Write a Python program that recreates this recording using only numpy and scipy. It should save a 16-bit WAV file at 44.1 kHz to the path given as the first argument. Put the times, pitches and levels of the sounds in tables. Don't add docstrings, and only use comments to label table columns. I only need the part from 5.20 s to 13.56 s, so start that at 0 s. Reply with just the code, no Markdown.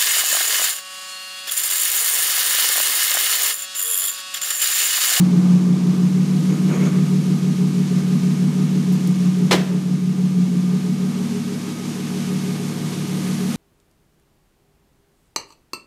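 import sys
import numpy as np
from scipy import signal
from scipy.fft import rfft, irfft, next_fast_len
from scipy.io import wavfile

SR = 44100
rng = np.random.default_rng(int(sys.argv[2]) if len(sys.argv) > 2 else 0)


def master_out(mix):
    frames = np.transpose(np.atleast_2d(mix))
    ceiling = np.clip(frames, -1, 1)
    pcm = np.round(ceiling * 32767).astype(np.int16)
    wavfile.write(sys.argv[1], SR, pcm)


N = 368676
LEAD = SR // 4

# (time [s], drone level [dB], second pipe against first [dB],
# standing wave near 225 Hz [dB], openness toward the engine bay [dB])
PLACE = [(0.0, -14.5, 3.5, -0.5, 0.5), (0.7, -15, 1.5, -2, 0.5), (1.39, -18, 0.5, -7.5, 1),
         (1.68, -16, 0, -3.5, .5), (2.09, -16.5, -1, -1.5, 0.5), (2.65, -16.5, -2, 3, 0.5),
         (4.1, -17.5, 1, -0.5, 0), (4.63, -16.5, -1, -0.5, 0), (5.26, -16.5, 2.5, 3.5, 0.5),
         (5.68, -19.5, 2.5, 5, 0.5), (6.12, -26.5, 6, 10.5, 1.5), (6.54, -30.5, 1.5, -0.5, 2),
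         (7.22, -22, 0, 4, 3.5), (7.59, -21.5, -12.5, 1.5, 3), (7.99, -23, 0, -0.5, 4.5),
         (8.36, -26, 5, 9.5, 5.5)]
# (timing offset [ms], strength in each of the four pipes [dB] x 4)
CYLINDERS = [(-0.7, -26.5, -26, -37.5, -66), (-0.79, -26.5, -74, -77, -64), (-1.53, -30, -27.5, -38, -74),
             (-1.23, -28, -31, -49, -68), (-1.23, -29, -25, -48, -50.5), (-0.38, -26, -30.5, -43, -49.5)]
# (time [s], relative level at 2 kHz [dB], tilt [dB per octave])
LATCH = [(4.310, -12.5, 0.5), (4.318, -14, 1), (4.326, -12.5, 1.5), (4.337, -21, -6), (4.351, -31, 6.5)]

SILL_LEAVE_S, SILL_CLEAR_S = 0.49, 1.2
FLANK_FROM_S, FLANK_AT_S = 5.3, 6.1


def from_db(db):
    return 10 ** (np.asarray(db) / 20)


def rms_one(x):
    return x / np.sqrt(np.mean(x ** 2) + 1e-20)


def in_time(rows, lead=0):
    s, *columns = np.transpose(rows)
    return [np.interp(np.arange(-lead, N) / SR, s, c) for c in columns]


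def at_hz(points, hz):
    point_hz, value = np.array(points).T
    return np.interp(np.log(hz), np.log(point_hz), value)


def ramp(start_s, end_s):
    return np.clip((np.arange(N) / SR - start_s) / max(end_s - start_s, 1e-3), 0, 1)


def drift(rate_hz):
    r = np.exp(-80 * np.pi * rate_hz / SR)
    noise = rng.standard_normal(N // 40 + 2002)
    slow = signal.lfilter([1], [1, -2 * r, r * r], noise)[2000:]
    return np.interp(np.arange(N) / 40, np.arange(len(slow)), rms_one(slow))


def resonate(x, hz, width_hz):
    r = np.exp(-np.pi * width_hz / SR)
    row = [(1 - r * r) / 2, 0, (r * r - 1) / 2, 1, -2 * r * np.cos(2 * np.pi * hz / SR), r * r]
    return signal.sosfilt([row, row], x)


def ringing_noise(hz, width_hz):
    return rms_one(resonate(rng.standard_normal(N), hz, width_hz))


def coloured(spectrum):
    size = next_fast_len(N)
    hz = np.maximum(np.arange(size // 2 + 1) * SR / size, 1)
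    gain = from_db(at_hz(spectrum, hz)) * np.minimum(hz / spectrum[0][0], 1) ** 4
    return rms_one(irfft(rfft(rng.standard_normal(size)) * gain, size)[:N])


def heard(db, sill_db, flank_db, share):
    wave_db = in_time(PLACE)[2]
    sill = 1 - ramp(SILL_LEAVE_S, SILL_CLEAR_S)
    flank = ramp(FLANK_FROM_S, FLANK_AT_S)
    return from_db(db + sill_db * sill + flank_db * flank + share * wave_db + 0.7 * drift(1.33))


def crank():
    # (time [s], speed [rpm])
    crank_speed = [(0.0, 717.2), (0.77, 727.4), (1.16, 757.0), (2.25, 743.7), (2.78, 735.3), (3.08, 747.6),
                   (3.49, 750.2), (4.03, 725.8), (4.31, 741.2), (4.52, 730.6), (5.0, 738.9), (5.33, 716.4),
                   (5.52, 738.3), (6.15, 759.9), (7.22, 745.5), (7.5, 736.8), (8.36, 752.4)]
    cycles = np.cumsum(in_time(crank_speed, lead=LEAD)[0] / 120) / SR
    return cycles - cycles[LEAD]


def firings(late_ms):
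    cycles = crank()
    firing = np.arange(np.ceil(6 * cycles[0]), 6 * cycles[-1]).astype(int)
    cylinder = firing % 6
    offset_ms = np.array(CYLINDERS)[cylinder, 0] + late_ms * rng.standard_normal(len(firing))
    fired = np.interp(firing / 6, cycles, np.arange(N + LEAD)) + offset_ms * SR / 1000
    return fired, cylinder


def exhaust(fired, cylinder, uneven_db):
    # (frequency [Hz], width of each pass [Hz], path delay [ms])
    pipes = [(160.25, 21.2, 0.02), (179.46, 18.3, 14.05), (233.2, 27, 25.52), (410.2, 18.4, 0.62)]
    sample = np.clip(fired - LEAD, 0, N - 1).astype(int)
    even = 0.66 * ramp(FLANK_FROM_S, FLANK_AT_S)[sample]
    silencer = signal.butter(2, 125, "high", fs=SR, output="sos")
    rings = []
    for k, (hz, width_hz, path_ms) in enumerate(pipes):
        strength = from_db(np.array(CYLINDERS)[cylinder, k + 1])
        if k < len(pipes) - 1:
            strength = strength + even * (strength.mean() - strength)
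        at = np.maximum(np.round(fired + path_ms * SR / 1000).astype(int), 0)
        pulses = np.zeros(N + 2 * LEAD)
        pulses[at] = strength * from_db(uneven_db[k] * rng.standard_normal(len(fired)))
        ring = signal.sosfilt(silencer, resonate(pulses + 1e-18, hz, width_hz))
        rings.append((-1) ** k * ring[LEAD:LEAD + N])
    drone_db, second_db = in_time(PLACE)[:2]
    scale = np.std(rings[0] + rings[1])
    drone = from_db(drone_db) * (rings[0] + from_db(second_db) * rings[1]) / scale
    third = heard(db=-32, sill_db=-2, flank_db=-2.5, share=0.34) * rms_one(rings[2])
    fourth = heard(db=-39, sill_db=-2.5, flank_db=-0.5, share=0.09) * rms_one(rings[3])
    return drone + third + fourth


def engine_orders():
    # (multiple of the cycle rate, level [dB rms])
    low_orders = [(9, -69), (12, -65), (15, -82)]
    upper_orders = {18: (-64.5, -24, 19.5, 0.2), 36: (-42.5, -22, -2, 1.56), 39: (-31, 3, -3.5, .5)}
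    turn = 2 * np.pi * crank()[LEAD:]
    tones = sum(from_db(db) * np.sin(k * turn) for k, db in low_orders)
    tones += sum(heard(*row) * np.sin(k * turn) for k, row in upper_orders.items())
    return np.sqrt(2) * tones


def panel(fired, cylinder):
    panel_strikes = [-2, -13.5, -0.5, -7, -15, 0.5]
    knocks = np.zeros(N + 2 * LEAD)
    at = np.round(fired + 14.0 * SR / 1000).astype(int)
    strike_db = np.array(panel_strikes)[cylinder] + 1.5 * rng.standard_normal(len(fired))
    knocks[at] = from_db(strike_db)
    ring = rms_one(resonate(knocks + 1e-18, hz=307.3, width_hz=58)[LEAD:LEAD + N])
    stir = rng.standard_normal(N) * from_db(3.0 * np.cos(6 * 2 * np.pi * crank()[LEAD:]))
    rattle = from_db(-7) * rms_one(resonate(stir, hz=303.5, width_hz=81))
    return heard(db=-37.5, sill_db=4.5, flank_db=0.5, share=-0.48) * (ring + rattle)


def exhaust_gas():
    # (frequency [Hz], relative density [dB])
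    gas_spectrum = [(30, -44), (100, -30), (140, -21), (185, -28), (240, 8.5), (300, -4.5), (420, 4),
                    (520, -39)]
    return from_db(in_time(PLACE)[0] - 22.5) * coloured(gas_spectrum)


def engine(uneven_db, late_ms):
    fired, cylinder = firings(late_ms)
    return exhaust(fired, cylinder, uneven_db) + engine_orders() + panel(fired, cylinder) + exhaust_gas()


def whine():
    # (frequency [Hz], width of each pass [Hz], relative level [dB])
    ancillaries = [(717, 36, -2.5), (2218, 144, -1), (6270, 350, -13)]
    rings = sum(from_db(db) * ringing_noise(hz, width_hz) for hz, width_hz, db in ancillaries)
    slip = 1.9 * drift(3.4)
    alternator = np.sin(2 * np.pi * 199 * crank()[LEAD:] + slip)
    return rings + from_db(3.5 + 2.5 * drift(8.4)) * alternator


def engine_bay():
    # (frequency [Hz], relative density [dB])
    rumble_spectrum = [(260, 2), (450, 7.5), (640, -3), (692, -1), (1200, -1), (1340, -6), (2500, -29.5),
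                       (3250, -39), (5500, -120)]
    # (frequency [Hz], relative density [dB])
    hiss_spectrum = [(880, -29), (1500, -1), (1890, -2), (2270, -2.5), (2460, -1), (4450, -2.5), (4790, -3),
                     (6470, -2.5), (9000, -10.5), (11700, -21.5), (19800, -120)]
    # (frequency [Hz], relative density [dB])
    air_spectrum = [(5000, -39), (8500, -1), (11900, -2.5), (14200, -12.5), (15300, -13.5)]
    open_db = in_time(PLACE)[3]
    sill = 1 - ramp(SILL_LEAVE_S, SILL_CLEAR_S)
    rumble_db = -41.5 + 4.8 * sill + 0.65 * open_db
    hiss_db = -41 + 0.28 * sill + 0.88 * open_db
    air_db = -51 - 1.5 * sill + 1.6 * open_db
    whine_db = -54 + 0.66 * open_db
    flutter = drift(6.0)
    rumble = from_db(rumble_db + 0.5 * flutter + 0.6 * drift(9.0)) * coloured(rumble_spectrum)
    hiss = from_db(hiss_db + 0.39 * flutter + 0.43 * drift(18.0)) * coloured(hiss_spectrum)
    air = from_db(air_db + 0.45 * flutter) * coloured(air_spectrum)
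    return rumble + hiss + air + from_db(whine_db) * whine()


def garage_hum():
    # (frequency [Hz], relative density [dB])
    hum_spectrum = [(20, -6), (45, -6), (70, 7), (110, 6), (140, -16), (200, -50)]
    return from_db(-55.5 - 4 * ramp(FLANK_FROM_S, FLANK_AT_S)) * coloured(hum_spectrum)


def scuff():
    # (frequency [Hz], relative density [dB])
    drag_spectrum = [(120, -30), (230, 0), (360, 8), (520, -2.5), (800, -13), (1200, -8), (1700, -15.5),
                     (2250, -12.5), (3200, -22), (5000, -41)]
    # (time [s], level [dB], length [s])
    shoe_drags = [(1.303, -33.5, 0.054), (1.504, -25, 0.081), (1.628, -28.5, 0.053), (1.75, -34.5, .05)]
    # (time [s], level [dB])
    sole_squeaks = [(1.33, -45), (1.55, -40), (1.66, -41)]
    rise_s, fall_s, sag_db, squeak_s = 0.041, 0.053, 3.5, 0.03
    t = np.arange(N) / SR
    drag = np.zeros(N)
    for s, db, long in shoe_drags:
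        rise = ramp(s - rise_s, s) ** 2
        fall = np.exp(-np.maximum(t - s - long, 0) / fall_s)
        drag += from_db(db - sag_db * ramp(s, s + long)) * rise * fall
    peep = sum(from_db(db) * np.exp(-np.abs(t - s) / squeak_s) for s, db in sole_squeaks)
    grit = from_db(1.5 * drift(40.0))
    squeak = ringing_noise(hz=6580, width_hz=650)
    sole = from_db(-20) * ringing_noise(hz=2220, width_hz=160)
    return grit * (drag * (coloured(drag_spectrum) + sole) + peep * squeak)


def ticks():
    # (time [s], nominal peak [dB], lowest frequency [Hz], t60 [s])
    trim_ticks = [(3.722, -32, 2980, 0.16), (3.873, -24, 4000, .03)]
    out = np.zeros(N)
    age = np.arange(SR // 4) / SR
    for s, db, low_hz, t60 in trim_ticks:
        burst = rng.standard_normal(len(age)) * from_db(db - 5 - 60 * age / t60)
        start = round(s * SR)
        high_pass = signal.butter(2, low_hz, "high", fs=SR, output="sos")
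        out[start:start + len(age)] += signal.sosfilt(high_pass, burst)
    return out


def power_decay(blows, t60):
    return signal.lfilter([1], [1, -from_db(-120 / (t60 * SR))], blows)


def slam(crack_t60, tail_db):
    # (frequency [Hz], relative level [dB])
    slam_spectrum = [(150, -42), (250, -12), (313, -0.5), (384, -1.5), (489, -6), (542, -6), (655, -3.5),
                     (1220, -10.5), (1450, -7), (3190, -9), (4060, -10.5), (15300, -37.5)]
    # (frequency [Hz], t60 [s])
    garage_tail = [(250, 1), (1000, 0.78), (4000, 0.47), (12000, 0.58)]
    start = round(LATCH[0][0] * SR) - 200
    out = np.zeros(N)
    edges = 180 * 2 ** np.arange(0, 6.6, 0.5)
    for low, high in zip(edges, edges[1:]):
        hz = np.sqrt(low * high)
        blows = np.zeros(SR)
        for s, db, tilt in LATCH:
            blows[round(s * SR) - start] = from_db(2 * (db + tilt * np.log2(hz / 2000)))
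        crack = power_decay(blows, crack_t60)
        tail = power_decay(blows, at_hz(garage_tail, hz))
        burst = rng.standard_normal(SR) * np.sqrt(crack + from_db(2 * tail_db) * tail)
        band_pass = signal.butter(2, [low, high], "band", fs=SR, output="sos")
        out[start:start + SR] += from_db(at_hz(slam_spectrum, hz) + 15) * signal.sosfilt(band_pass, burst)
    return out


def door():
    # (frequency [Hz], relative level [dB], t60 [s])
    door_modes = [(97, -30, 0.14), (197, -37, .2), (287.4, -30.5, 0.17), (389.8, -26, 0.24),
                  (488, -27, 0.14), (667, -22, 0.19), (1019, -26, 0.15), (2065, -23, 0.12),
                  (3450, -28, 0.055), (4240, -25, 0.056)]
    at = [round(s * SR) for s, db, tilt in LATCH]
    blow_db = np.array(LATCH)[:, 1] + 15
    out = np.zeros(N)
    for hz, level_db, t60 in door_modes:
        blows = np.zeros(N)
        blows[at] = from_db(blow_db + level_db + rng.normal(0, 2, len(at)))
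        r, w = from_db(-60 / (t60 * SR)), 2 * np.pi * hz / SR
        out += signal.lfilter([0, np.sin(w)], [1, -2 * r * np.cos(w), r * r], blows + 1e-18)
    return out


def scene():
    port = signal.butter(4, 108, "high", fs=SR, output="sos")
    bang = signal.sosfilt(port, door() + slam(crack_t60=0.095, tail_db=-14.5))
    car = engine(uneven_db=[1.14, 1.25, 2.2, 2.1], late_ms=0.18) + engine_bay()
    return (car + garage_hum() + scuff() + ticks() + bang)[None, :]


def gain_control(x):
    knee_db, share, attack_s = -6, 0.55, 0.071
    creep = 2.5 * np.arange(N) / SR
    over = np.maximum(20 * np.log10(np.abs(x) + 1e-9) - knee_db, 0)
    held = np.maximum.accumulate(over + creep, axis=-1) - creep
    r = np.exp(-1 / (attack_s * SR))
    smooth = signal.lfilter([1 - r], [1, -r], held)
    return x * from_db(-share * smooth)


def roll_off(x):
    return signal.sosfilt(signal.butter(12, 15430, fs=SR, output="sos"), x)


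def record(dry):
    held = gain_control(dry)
    rounded = held / (1 + (held / 0.72) ** 6) ** (1 / 6)
    top_cut = signal.cheby2(10, 60, 16500, fs=SR, output="sos")
    finished = signal.sosfilt(top_cut, rounded)
    return roll_off(finished)


dry = scene()
out = record(dry)
master_out(out)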